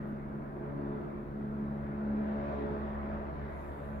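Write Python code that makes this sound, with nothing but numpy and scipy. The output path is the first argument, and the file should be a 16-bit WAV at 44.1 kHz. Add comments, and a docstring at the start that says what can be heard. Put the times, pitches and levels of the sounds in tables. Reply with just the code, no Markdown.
"""Distant propeller aircraft over a city

From a high roof, on a stereo microphone: the aircraft drones far off, its blade tones swelling and fading in
turn, over a rush of wake and exhaust that brightens as it passes. Traffic rumbles and machines hum below; a few
very faint, thin whistles sound at the start and end."""
import sys
import numpy as np
from scipy import signal
from scipy.io import wavfile
from scipy.ndimage import uniform_filter1d

SR = 44100
rng = np.random.default_rng(int(sys.argv[2]) if len(sys.argv) > 2 else 0)


def master_out(mix):
    """Clip the mix to full scale and print it as 16-bit PCM to the path in sys.argv[1]."""
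    frames = np.transpose(np.atleast_2d(mix))
    ceiling = np.clip(frames, -1, 1)
    pcm = np.round(ceiling * 32767).astype(np.int16)
    wavfile.write(sys.argv[1], SR, pcm)


N = 176400
TIME = np.arange(N) / SR

# The first propeller's pitch. Each row: time in seconds, blade-pass rate in Hz.
BLADE_PASS = [(0, 70.5), (.7, 70.9), (1.5, 70.8), (2.2, 71.0), (2.8, 71.2), (4, 71.1)]
# Its three lowest tones as they reach the roof. Each row: time in seconds, level in dB.
FIRST_TONE = [(0, -60.5), (1.25, -57), (1.55, -52), (2.3, -47.5), (2.7, -42.5), (3.6, -46.5), (4, -43)]
SECOND_TONE = [(0, -44.5), (.12, -45.5), (.48, -50), (.85, -43.5), (1.25, -50.5), (1.5, -45), (2.351, -49),
               (2.801, -52), (3.252, -56.5), (3.45, -48), (3.6, -56.5), (4, -48.5)]
THIRD_TONE = [(0, -45), (.3, -43), (.62, -49.5), (.94, -39), (1.04, -49.5), (1.2, -43.5), (1.29, -55),
              (1.35, -42), (1.68, -36.5), (1.82, -40.5), (2.15, -32.5), (2.4, -37.5), (2.49, -43),
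              (3.15, -41.5), (3.27, -46.5), (3.72, -56), (3.92, -44), (4, -46.5)]
# Each propeller's higher tones. Each row: multiple of its blade rate, dB added to OVERTONE_SWELL.
FIRST_PROP_OVERTONES = [(4, -4.5), (5, -2), (6, -0.5), (7, -7), (8, -1), (9, -4.5), (10, -5.5), (11, -9),
                        (12, -13), (13, -14.5), (14, -10.5)]
SECOND_PROP_OVERTONES = [(8, -8), (9, -1), (11, -8), (12, -14.5), (13, -10.5), (14, -8.5), (16, -8.5)]
# Their swell and fade. Each row: time in seconds, then level in dB in the low, middle and high band.
OVERTONE_SWELL = [(0, -56.5, -70, -62), (.55, -52.5, -52.5, -58), (.78, -41, -51.5, -55.5),
                  (.98, -42.5, -45.5, -57), (1.25, -51, -56.5, -63.5), (1.85, -52.5, -53.5, -56.5),
                  (2.15, -46, -51, -57), (2.33, -45.5, -46.5, -49), (2.52, -50, -47.5, -47.5),
                  (2.66, -39.5, -43, -48.5), (2.85, -55.5, -51, -52.5), (3.25, -55, -55.5, -54),
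                  (4, -55, -53.5, -54.5)]
# The two borders between those bands, in Hz.
OVERTONE_BORDERS_HZ = [390, 535]
# The rush as the aircraft passes. Each row: time in seconds, then level in dB in each of four bands.
RUSH_SWELL = [(0, -44, -56, -59, -57), (.5, -45, -52.5, -57, -60.5), (.95, -45.5, -49, -53.5, -56.5),
              (1.32, -49.5, -53.5, -61, -59), (1.9, -48.5, -51, -53, -57), (2.25, -47.5, -48, -55, -53),
              (2.52, -48.5, -42.5, -52, -48.5), (2.66, -43.5, -50, -53, -50.5),
              (2.85, -48.5, -48.5, -50.5, -52), (3.4, -48.5, -47, -54.5, -53), (4, -55.5, -50, -58, -56)]
# The centres of those bands, in Hz.
RUSH_CENTRES_HZ = [331, 563, 843, 2100]
# Colour of the rush. Each row: frequency in Hz, dB added to RUSH_SWELL.
RUSH_COLOUR = [(20, -65.5), (105, -43), (160, -30), (200, -31), (260, -23), (310, -22), (380, -22.5),
               (470, -31), (540, -25), (650, -23), (750, -29.5), (1000, -25), (1300, -24), (1650, -30.5),
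               (2000, -34.5), (2400, -41), (2900, -50), (3600, -52), (4500, -59.5), (6000, -69.5),
               (16000, -100)]
# Traffic below the roof, and microphone hiss. Each row: frequency in Hz, level in dB per Hz.
CITY_SPECTRUM = [(10, -110), (21, -89), (27, -64.5), (34, -67), (50, -70), (90, -77), (120, -74.5),
                 (155, -66.5), (200, -76.5), (500, -80), (1500, -87.5), (3000, -116), (6000, -125),
                 (7500, -125), (10000, -123), (13000, -121), (16000, -121)]
# Machines in the city. Each row: pitch in Hz, level in dB.
MACHINE_HUMS = [(35.5, -61.5), (64, -68.5), (78, -60)]
# Whistles. Each row: start and length in seconds, first, middle and last pitch in Hz, level in dB.
WHISTLE_GLIDES = [(.02, .11, 12000, 12450, 11900, -81), (.055, .085, 9650, 9650, 9200, -86),
                  (3.45, .09, 11700, 12100, 12550, -87), (3.49, .15, 9050, 10450, 11100, -84),
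                  (3.62, .22, 10950, 10350, 8950, -85), (3.56, .4, 12300, 12350, 12250, -87),
                  (3.76, .2, 12900, 11900, 11600, -87), (3.82, .14, 10550, 10350, 10300, -88)]
# Fizz around the last whistles. Each row: time in seconds, level in dB.
FIZZ_SWELL = [(0, -110), (3.35, -105), (3.6, -76.5), (3.75, -79.5), (4, -82)]
# Colour of the fizz. Each row: frequency in Hz, relative level in dB.
FIZZ_COLOUR = [(20, -66), (4500, -23), (6800, 2.5), (9000, -3.5), (12500, 0.5), (16000, -7.5)]
# How alike the two microphone ports sound. Each row: frequency in Hz, likeness (clipped to 0..1 in use).
MIC_LIKENESS = [(30, 3.8), (200, 1.5), (290, 0.44), (370, 0.65), (460, 0.49), (540, -0.15), (630, 1.55),
                (820, 0.09), (1150, 0.71), (1450, 0.48), (2000, 0.17), (4000, 0.05), (9000, -3.4)]
# Phase between the ports. Each row: frequency in Hz, lead of the left in radians.
MIC_LEAD = [(20, -2.5), (70, 0.75), (130, 0.52), (220, 0), (340, 0.33), (440, -0.3), (600, 1.32),
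            (780, 1.97), (1030, 2.5), (1290, 3.5), (1720, 5), (1980, 7), (2760, 5), (3500, 11)]
# Balance between the ports. Each row: frequency in Hz, left minus right in dB.
MIC_BALANCE = [(60, 0), (200, 0), (260, 2), (350, -0.5), (445, -5), (540, 2.5), (650, 0.5), (790, -0.5),
               (960, -1), (1180, -2.5), (1450, -1), (1800, 1.5), (2200, 7.5), (2700, 7.5), (3600, 6),
               (5000, 0), (8000, -1.6), (14000, -2)]


def propeller(turns, scatter=0.24, scatter_hz=11, right_scatter_hz=4):
    """The drone: the three lowest harmonics of the passing blades, wavering in moving air."""
    out, rate = np.zeros((2, N)), np.mean(at_time(BLADE_PASS, TIME))
    for k, curve in enumerate((FIRST_TONE, SECOND_TONE, THIRD_TONE), 1):
        tone = amp(at_time(curve, TIME)) * np.exp(2j * np.pi * (k * turns + rng.random()))
        wavering = tone * (1 + scatter * drift(scatter_hz))
        out += microphone(wavering, tone * drift(right_scatter_hz), k * rate).real
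    return np.sqrt(2) * out


def blade_overtones(turns, table, scatter=0.45, fade_hz=5):
    """One propeller's higher tones, scattered by turbulent air on the long way to the roof."""
    out, rate = np.zeros((2, N)), turns[-1] / TIME[-1]
    for k, db in table:
        band = np.searchsorted(OVERTONE_BORDERS_HZ, k * rate)
        level = at_time(OVERTONE_SWELL, TIME, column=1 + band)
        tone = amp(level + db) * np.exp(2j * np.pi * (k * turns + rng.random()))
        scattered = tone * unit(1 + scatter * drift(fade_hz))
        out += microphone(scattered, tone * drift(fade_hz), k * rate).real
    return np.sqrt(2) * out


def rush(turns, throb=0.097):
    """Blade wake and exhaust noise from far off, throbbing slightly at the blade rate."""
    air = noise(lambda t, hz: at_hz(RUSH_COLOUR, hz) + rush_level(t, hz), patchy_db=1.7)
    return air * (1 + throb * np.cos(2 * np.pi * turns))


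def rush_level(t, hz):
    """Swell of the rush in dB at any frequency, blended from its four bands."""
    bands = np.eye(len(RUSH_CENTRES_HZ))
    shares = [np.interp(np.log(hz + 1), np.log(RUSH_CENTRES_HZ), band) for band in bands]
    return sum(share * at_time(RUSH_SWELL, t, column=k) for k, share in enumerate(shares, 1))


def city(waver=0.3):
    """Traffic rumble and wavering machine hums from below, with a low microphone hiss."""
    out = noise(lambda t, hz: at_hz(CITY_SPECTRUM, hz), patchy_db=1.0, size=4096)
    for hz, db in MACHINE_HUMS:
        hum = np.sqrt(2) * amp(db) * np.exp(2j * np.pi * (hz * TIME + rng.random()))
        out += microphone(hum * (1 + waver * drift(5.1)), hum * drift(2), hz).real
    return out


def whistles(rough=0.86, waver_hz=55):
    """Thin, gliding whistles that barely reach the microphone, the last ones in a faint fizz."""
    fizz = noise(lambda t, hz: at_hz(FIZZ_COLOUR, hz), patchy_db=3.5)
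    out = unit(fizz) * amp(at_time(FIZZ_SWELL, TIME))
    for start, length, first_hz, middle_hz, last_hz, db in WHISTLE_GLIDES:
        progress = np.clip((TIME - start) / length, 0, 1)
        glide = np.polyfit([0, .5, 1], [first_hz, middle_hz, last_hz], 2)
        hz = np.polyval(glide, progress) + waver_hz * drift(30).real
        envelope = amp(db) * np.sqrt(abs(np.sin(np.pi * progress)))
        tone = envelope * np.exp(2j * np.pi * np.cumsum(hz) / SR)
        out += np.array([(tone * unit(1 + rough * drift(50))).real for side in range(2)])
    return out


def microphone(common, unrelated, hz):
    """Left and right port: both hear one complex signal, the right mixed with an unrelated one."""
    likeness = np.clip(at_hz(MIC_LIKENESS, hz), 0, 1)
    tilt = amp(at_hz(MIC_BALANCE, hz))
    lag = np.exp(-1j * at_hz(MIC_LEAD, hz))
    right = (likeness * common + np.sqrt(1 - likeness ** 2) * unrelated) * lag
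    return np.array([common * tilt, right]) * np.sqrt(2 / (1 + tilt ** 2))


def noise(field_db, patchy_db, size=2048):
    """Noise at the microphone, shaped over time and frequency, with random louder and softer patches."""
    hop = size // 4
    t, hz = np.arange(N // hop + 3)[:, None] * hop / SR, np.fft.rfftfreq(size, 1 / SR)
    a, b, c, d, patches = rng.standard_normal((5, len(t), len(hz)))
    patches = unit(uniform_filter1d(uniform_filter1d(patches, size=9, axis=0), size=14, axis=1))
    spectra = microphone(a + 1j * b, c + 1j * d, hz) * amp(field_db(t, hz) + patchy_db * patches)
    _, sound = signal.istft(spectra.transpose(0, 2, 1), nperseg=size, noverlap=size - hop)
    return sound[:, :N] * np.sqrt(SR / size)


def drift(rate_hz, count=2048):
    """A slow, random complex wander of rms about 1."""
    step_s = 4 * N / SR / count
    hz = np.fft.fftfreq(count, step_s)
    spectrum = rng.standard_normal((count, 2)) @ [1, 1j]
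    slow = unit(np.fft.ifft(spectrum * np.exp(-.5 * (hz / rate_hz) ** 2)))
    return np.interp(TIME, np.arange(count) * step_s, slow)


def amp(db):
    """Decibels to gain."""
    return 10 ** (np.asarray(db) / 20)


def unit(x):
    """Scales to rms 1."""
    return x / np.sqrt(np.mean(abs(x) ** 2) + 1e-30)


def at_hz(points, hz):
    """Reads a spectrum on a log-frequency axis."""
    f, value = np.transpose(points)
    return np.interp(np.log(hz + 1), np.log(f + 1), value)


def at_time(points, t, column=1):
    """Reads one column of a curve over time."""
    rows = np.array(points)
    return np.interp(t, rows[:, 0], rows[:, column])


def scene(second_faster_hz=1.2):
    """From the roof: two propellers far off, one turning a little faster, and the city below."""
    turns = np.cumsum(at_time(BLADE_PASS, TIME)) / SR  # one turn of phase per blade pass
    buzz = blade_overtones(turns, FIRST_PROP_OVERTONES)
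    buzz += blade_overtones(turns + second_faster_hz * TIME, SECOND_PROP_OVERTONES)
    return propeller(turns) + buzz + rush(turns) + city() + whistles()


def record(dry, fade_s=.004, edge_hz=15750):
    """Soft ends and the recorder's band limit."""
    ends = np.minimum(np.minimum(TIME, TIME[::-1]) / fade_s, 1)
    lowpass = signal.firwin(1023, edge_hz, window=("kaiser", 9), fs=SR)
    return signal.oaconvolve(dry * ends, lowpass[None], "same")


dry = scene()
out = record(dry)
master_out(out)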